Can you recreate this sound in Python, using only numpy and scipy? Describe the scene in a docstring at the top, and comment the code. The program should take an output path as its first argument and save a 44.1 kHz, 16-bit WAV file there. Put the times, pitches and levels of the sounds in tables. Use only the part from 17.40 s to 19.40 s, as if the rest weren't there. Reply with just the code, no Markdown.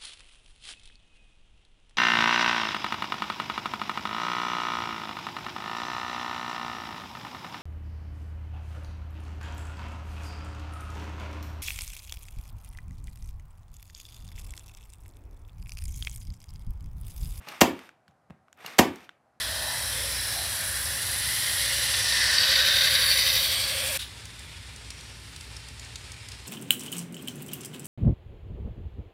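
"""A small motor whirrs up and a cordless stapler bangs a staple into a wooden board, twice, in a quiet room.
Each cycle the gears take up the spring, the driver is let go and slams the staple home, and the motor runs
on briefly. Housing, steel and board ring, and the recoil thumps the table underneath.
Between the shots come dull knocks and ticks as the tool is lifted, set down and its trigger pressed."""
import sys
import numpy as np
from scipy import signal
from scipy.fft import rfft, irfft
from scipy.io import wavfile
from scipy.ndimage import uniform_filter1d

SR = 44100
rng = np.random.default_rng(int(sys.argv[2]) if len(sys.argv) > 2 else 0)


def to_wav(sig):
    """Store sig (one row per channel, or 1-D mono) as 16-bit WAV at the path in sys.argv[1].

    Samples outside -1..1 are clipped; the rate is SR.
    """
    pcm = np.clip(np.atleast_2d(sig), -1, 1) * 32767
    pcm = np.round(pcm).astype(np.int16)
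    wavfile.write(sys.argv[1], SR, pcm.T)  # frames by channels


N = 88200

# the two shots: strike_s, level_db, bite_db (louder, brighter blows), run_on_s, latch_db, spin_up_db
SHOTS = [(0.2125, 0, 0.5, 0.26, -3.5, 0), (1.3884, 1, -0.5, 0.26, 1, 2)]
CATCH_S, BUMPER_S, BUMPER_RISE_S = -0.142, 0.0062, 0.00053  # catch and bumper are timed from the strike


def amp(db):
    """Decibels to gain."""
    return 10 ** (np.asarray(db) / 20)


def unit(x):
    """Scales to rms 1."""
    return x / np.sqrt(np.mean(x ** 2) + 1e-20)


def read(points, hz):
    """Reads a curve on a log-frequency axis."""
    f, value = np.transpose(points)
    return np.interp(np.log(hz + 1), np.log(f + 1), value)


def add(mix, s, sound):
    """Mixes a sound in at s seconds."""
    at = round(s * SR)
    sound = sound[max(-at, 0):]
    part = mix[max(at, 0):][:len(sound)]
    part += sound[:len(part)]


def grit(size=4096):
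    """Fresh white noise."""
    return rng.standard_normal(size)


def colour(x, spectrum, tilt_db=0, size=4096):
    """Minimum-phase EQ; above 1 kHz it tilts by tilt_db per octave, pivoting at 4 kHz."""
    hz = abs(np.fft.fftfreq(size, 1 / SR))
    log_gain = np.log(amp(read(spectrum, hz) + tilt_db * np.log2(np.maximum(hz, 1000) / 4000)))
    taps = np.fft.ifft(np.exp(np.conj(signal.hilbert(log_gain)))).real
    return signal.fftconvolve(x, taps[:size // 2])


def chatter(noise, rise, t60):
    """A brief rattle of contacts with energy 1, evened out so that it covers all pitches."""
    t = np.arange(len(noise)) / SR
    shape = (1 - np.exp(-(t + 1 / SR) / max(rise, 1 / SR))) * amp(-60 * t / t60)
    x = noise * shape
    for _ in range(4):  # flatten the spectrum, then restore the envelope
        z = rfft(x)
        x = irfft(z / (abs(z) + 1e-12), len(t))
        x *= shape / np.sqrt(abs(uniform_filter1d(x ** 2, size=90)) + 1e-12)
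    return x / np.linalg.norm(x)


def ringing(modes, rise=0):
    """Dying modes of a struck part, neighbours swinging in opposite directions."""
    t = np.arange(SR // 2) / SR
    attack = 1 - np.exp(-t / max(rise, 1 / SR))
    return attack * sum((-1) ** k * amp(db - 60 * t / t60) * np.sin(2 * np.pi * hz * t)
                        for k, (hz, db, t60) in enumerate(modes))


def air():
    """A faint, steady bed of room tone."""
    # room tone spectrum: freq_hz, level_db
    spectrum = [(15, -32), (25, -6.5), (44, -14), (92, -6), (195, -8), (416, -16), (775, -3.5), (863, -13),
                (1290, -14), (3520, -35), (3920, -33), (11600, -39.5), (16000, -60)]
    tone = irfft(rfft(grit(N)) * amp(read(spectrum, np.fft.rfftfreq(N, 1 / SR))), N)
    return amp(-67.5) * unit(tone)


def gear_rasp(tooth_phase):
    """Meshing teeth make a fluttering noise that rings the gearbox."""
    # motor and gear noise: freq_hz, level_db
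    spectrum = [(50, -21), (170, -4.5), (350, -5), (800, 0.5), (1500, -2), (2600, -3.5), (4200, -9.5),
                (5600, -10), (7400, -17), (8700, -17.5), (10300, -20), (12900, -18), (16000, -32.5)]
    # gearbox resonances: centre_hz, width_hz, level_db
    resonances = [(1230, 120, -13), (2280, 1100, -8.5), (3570, 110, -19), (8680, 240, -23),
                  (12600, 900, -27.5)]
    depth, n = 0.45, len(tooth_phase)
    flutter = (1 + depth * np.cos(tooth_phase)) * (1 + depth * np.cos(tooth_phase / 7))
    rasp = colour(grit(n) * flutter, spectrum)
    rasp = rasp[:n] / np.std(rasp)
    ring = sum(amp(db) * unit(signal.lfilter(*signal.iirpeak(hz, hz / width, SR), rasp))
               for hz, width, db in resonances)
    return unit(rasp + ring)


def motor():
    """The gears rasp and whine; they slow and grow louder against the spring, then run free and brake."""
    # effort while winding the spring: time_from_strike_s, level_db
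    wind_up = [(-.222, -23.5), (-.2, -7.5), (-.15, -8), (-.135, -1.5), (-.11, 1), (-.06, -1), (-.025, -3.5),
               (0, -8)]
    tooth_hz, spin_up_s, load_sag, wobble_depth = 2378, 0.02, 0.13, 0.02
    motor_db, whine_db, run_on_db, coast_db_per_s, brake_db_per_s = -46, -12.5, -6.5, 12, 498
    dull_hz, brighten_s = 3000, 0.035
    out, t = np.zeros(N), np.arange(wind_up[0][0], 0.45, 1 / SR)
    age = t - t[0]
    for s, _, _, run_on_s, _, spin_up_db in SHOTS:
        effort_db = np.interp(t, *np.transpose(wind_up)) + spin_up_db * (t < CATCH_S)
        free_db = run_on_db - coast_db_per_s * t - brake_db_per_s * np.maximum(t - run_on_s, 0)
        speed = (1 - np.exp(-age / spin_up_s)) * (1 - load_sag * amp(effort_db) * (t < 0))
        wobble = wobble_depth * unit(uniform_filter1d(grit(len(t)), size=200))
        tooth_phase = 2 * np.pi * np.cumsum(tooth_hz * speed * (1 + wobble)) / SR
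        rasp = gear_rasp(tooth_phase)
        dull = signal.sosfilt(signal.butter(2, dull_hz, fs=SR, output="sos"), rasp)
        bright = 1 - np.exp(-age / brighten_s)  # the rasp opens up as the motor gains speed
        whirr = (1 - bright) * dull + bright * rasp + amp(whine_db) * np.sin(tooth_phase)
        surge_db = 1.3 * unit(uniform_filter1d(grit(len(t)), size=260))  # uneven as the gears turn
        add(out, s + t[0], whirr * amp(surge_db + motor_db + np.where(t < 0, effort_db, free_db)))
    return out


def bumps():
    """Dull knocks as the tool is lifted off the board and set down."""
    # tool against board: start_s, level_db, t60_s, hardness_db_per_octave
    hits = [(.001, -6.5, 0.056, -3), (.014, -9, 0.032, 1.5), (0.683, -10, 0.064, -16),
            (0.8997, -5.5, 0.0136, 2.5), (0.9047, 2.5, 0.024, 2.5)]
    # wooden knock: freq_hz, level_db
    knock = [(30, -11), (75, 0), (150, 4.5), (270, -4.5), (380, -17.5), (600, -16.5), (2000, -27.5),
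             (5000, -52.5), (16000, -66.5)]
    out = np.zeros(N)
    for s, db, t60, hardness in hits:
        spectrum = [(hz, level + hardness * np.log2(max(hz / 200, 1))) for hz, level in knock]
        add(out, s, amp(db) * colour(chatter(grit(), 0, t60), spectrum))
    return out


def catch_and_latch():
    """Before each shot the gears catch the spring and a latch snaps. Returns contacts and rings."""
    # clunk of the catch: freq_hz, level_db
    clunk = [(50, -18), (160, -1), (330, -13.5), (850, -2), (2200, -12.5), (5000, -23.5), (16000, -48)]
    # snap of the latch: freq_hz, level_db
    snap = [(200, -22), (2000, -13), (2800, -8.5), (3400, -17.5), (4300, -4.5), (9000, -22), (12200, -13.5),
            (16000, -29)]
    # ring of the latch: pitch_hz, level_db, t60_s
    ping = [(2790, -27, 0.021), (4120, -37, .018), (5140, -43, .015), (6340, -37.5, 0.019),
            (11860, -39.5, 0.026)]
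    contacts, rings = np.zeros(N), np.zeros(N)
    for s, _, _, _, latch_db, _ in SHOTS:
        gain = amp(latch_db / 2)
        add(contacts, s + CATCH_S, gain * colour(chatter(grit(), rise=0.0022, t60=0.021), clunk))
        add(contacts, s - 0.1268, gain * colour(chatter(grit(), rise=0.00045, t60=0.017), snap))
        add(rings, s - 0.1262, amp(latch_db) * ringing(ping, rise=0.0008))
    return contacts, rings


def blow(spectrum, delay, rise, t60):
    """One noisy layer of the bang, mostly alike from shot to shot; times are in seconds."""
    out, shared, alike = np.zeros(N), grit(), 0.8
    for s, db, bite_db, *_ in SHOTS:
        burst = chatter(alike * shared + np.sqrt(1 - alike ** 2) * grit(), rise, t60)
        add(out, s + delay, amp(db + bite_db) * colour(burst, spectrum, tilt_db=bite_db / 2))
    return out


def driver_bangs():
    """The driver rushes down, strikes the staple, sinks it and hits its bumper; the tool recoils."""
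    # rush of the driver: freq_hz, level_db
    rush = [(100, -8), (500, 13), (1500, 8), (4000, 1.5), (8000, 2), (10000, -3), (13000, 1), (16000, -4)]
    # crack of driver on staple: freq_hz, level_db
    crack = [(100, -9), (900, 5.5), (2300, 18), (4000, 6.5), (7500, 14), (9000, 0.5), (13000, 4),
             (16000, -7)]
    # crunch of staple into wood: freq_hz, level_db
    crunch = [(100, -5), (400, 12), (950, 27), (1300, 15.5), (1800, 14), (3000, 15), (5500, 11),
              (9500, 3.5), (16000, 0.5)]
    # thud on the bumper: freq_hz, level_db
    thud = [(60, 4.5), (230, 23.5), (430, 18.5), (650, 22), (1500, 8), (5500, 6.5), (10000, 0.5),
            (12400, 10), (14000, -0.5), (16000, -5.5)]
    # recoil pushing board and table: freq_hz, level_db
    thump = [(25, -3), (45, 10), (70, 26), (110, 25.5), (135, 16), (190, 30), (270, 31), (420, 23),
             (800, 17.5), (2000, -5), (8000, -25.5)]
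    out = blow(rush, delay=-0.0052, rise=0.0014, t60=0.035)
    out += blow(crack, delay=0, rise=0.00012, t60=0.011)
    out += blow(crunch, delay=0.002, rise=0.0006, t60=0.022)
    out += blow(thud, BUMPER_S, BUMPER_RISE_S, t60=0.017)
    for s, db, *_ in SHOTS:
        add(out, s + 0.005938, -amp(db) * colour(np.ones(1), thump))
    return out


def staple_squeak():
    """The staple squeaks into the wood, its pitch dropping as it goes deeper."""
    from_hz, to_hz, glide_s, length_s = 2400, 213, 0.0026, 0.014
    t = np.arange(0, length_s, 1 / SR)
    hz = to_hz + (from_hz - to_hz) * np.exp(-t / glide_s)
    envelope = np.sin(np.pi * np.sqrt(t / length_s))
    return amp(-12.5) * envelope * np.sin(2 * np.pi * np.cumsum(hz) / SR)


def shot_tones():
    """The pitched side of each shot: the staple squeaks while steel, housing, board and room ring."""
    # steel driver and magazine: pitch_hz, level_db, t60_s
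    steel = [(3190, -27.5, .06), (4500, -26.5, 0.066), (5780, -25.5, 0.058), (5460, -25.5, 0.03),
             (7400, -21.5, .02)]
    # housing, board and room resonances: pitch_hz, level_db, t60_s
    board_and_room = [(189, -35, 0.3), (257.3, -20, 0.24), (361, -23.5, 0.22), (444, -32.5, .22), (540.7, -26, 0.24),
                      (600.7, -31.5, .24), (667, -26.5, 0.26), (732, -22.5, 0.2), (807, -25.5, 0.17),
                      (940, -22, 0.18), (990, -27, 0.26), (1061, -32.5, .26), (1208, -27.5, 0.11), (1602, -28, 0.099),
                      (1843, -20.5, 0.1), (2098, -23, 0.063), (2464, -24.5, .05), (2805, -17.5, 0.055)]
    # the driver's ring on hitting the bumper: pitch_hz, level_db, t60_s
    zing = [(11980, -23.5, .035), (12700, -22.5, 0.033), (12800, -28.5, .025)]
    out = np.zeros(N)
    for s, db, *_ in SHOTS:
        add(out, s, amp(db) * staple_squeak())
        add(out, s, amp(db) * ringing(steel))
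        add(out, s + 0.003, amp(db) * ringing(board_and_room))
        add(out, s + BUMPER_S, amp(db) * ringing(zing, BUMPER_RISE_S))
    return out


def pawls_and_trigger():
    """Small parts tick, each tick with a main note of its own. Returns contacts and rings."""
    # ticks: start_s, level_db, tilt_db_per_octave, t60_s, ring_hz, ring_relative_db
    ticks = [(0.3918, -22, -0.5, 0.017, 4400, -24.5), (0.4916, -27, -5, .008, 1499, -18),
             (0.68, -35.5, -2, 0.05, 4400, -19), (0.7108, -49, -2, 0.04, 6500, -17),
             (0.9049, -42, -7, 0.013, 2697, -9), (1.0828, -42.5, -4.5, 0.011, 1180, -3),
             (1.1287, -30.5, 1, 0.0078, 6960, -16), (1.1742, -44, 3.5, 0.0079, 12700, -15),
             (1.5587, -25, 2.5, 0.012, 6600, -19.5), (1.6924, -24.5, -5.5, 0.015, 3500, -14)]
    # contact noise of a tick: freq_hz, level_db
    click = [(100, -27.5), (800, -17), (1500, -0.5), (2700, 4), (3500, 2), (5000, -4), (7200, -2.5),
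             (9200, -11), (13000, -7), (16000, -14.5)]
    # ring common to all ticks: pitch_hz, level_db, t60_s
    tick_modes = [(1506, -14.5, 0.011), (2250, -22, 0.01), (2810, -25, .009), (3350, -23.5, 0.0067),
                  (5465, -25, 0.01), (7970, -27, 0.0087), (10200, -31.5, 0.0088)]
    contacts, rings = np.zeros(N), np.zeros(N)
    for s, db, tilt_db, t60, ring_hz, ring_db in ticks:
        add(contacts, s, amp(db - 1) * colour(chatter(grit(), 0, t60), click, tilt_db))
        modes = [(hz, level + tilt_db * np.log2(hz / 4000), decay) for hz, level, decay in tick_modes]
        add(rings, s, amp(db) * ringing(modes + [(ring_hz, ring_db, 0.009)]))
    return contacts, rings


def room(x):
    """A small room: a few near echoes, then a short, even tail whose treble dies first."""
    # tail decay: freq_hz, t60_s
    decay = [(60, .3), (280, .33), (600, 0.35), (950, .33), (2500, 0.31), (6000, 0.18), (12000, 0.21),
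             (16000, .19)]
    # tail colour: freq_hz, level_db
    spectrum = [(60, -8.5), (125, -4.5), (180, -7.5), (290, -2.5), (430, -3.5), (580, -4), (800, -5.5),
                (2500, -4), (6000, -9), (12500, -9.5), (16000, -9.5)]
    # early reflections: delay_s, gain
    echoes = [(.0046, 0.13), (0.012, 0.11), (0.0157, .12), (.0215, 0.072)]
    hz, t, bands = signal.stft(grit(SR), SR, nperseg=256)
    bands = bands * amp(-60 * t / read(decay, hz)[:, None])
    tail = signal.istft(bands, SR, nperseg=256)[1][:SR]
    t, hz = np.arange(SR) / SR, np.fft.rfftfreq(SR, 1 / SR)
    swell = np.minimum(t / 0.011, 1) ** 2 * (t < 0.5)  # builds over 11 ms
    z = rfft(tail * swell)
    power = uniform_filter1d(uniform_filter1d(abs(z) ** 2, size=60), size=60)
    tail = irfft(z / np.sqrt(power) * amp(read(spectrum, hz)), SR) * swell
    for s, gain in echoes:
        add(tail, s, np.array([gain]))
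    return signal.fftconvolve(x, tail)[:N]


def scene():
    """Stapler and room tone in mono; the noisy layers feed the reverb, the rings stay dry."""
    whirr, knocks = motor(), bumps()
    snaps, latch_rings = catch_and_latch()
    bangs = driver_bangs()
    ticks, tick_rings = pawls_and_trigger()
    mechanism = whirr + snaps + ticks
    rings = latch_rings + shot_tones() + tick_rings
    wet = room(amp(-2) * bangs + amp(-2.5) * mechanism + amp(-4.5) * knocks)
    return (air() + mechanism + knocks + bangs + rings + wet)[None]


def record(dry):
    """The bangs overload the input softly; then a low cut and a band limit."""
    ceiling, low_cut_hz, top_hz = 2, 71, 15900
    held = ceiling * np.tanh(dry / ceiling)
    held = signal.sosfilt(signal.butter(3, low_cut_hz, "high", fs=SR, output="sos"), held)
    return signal.oaconvolve(held, signal.firwin(401, top_hz, window=("kaiser", 8), fs=SR)[None], "same")


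dry = scene()
out = record(dry)
to_wav(out)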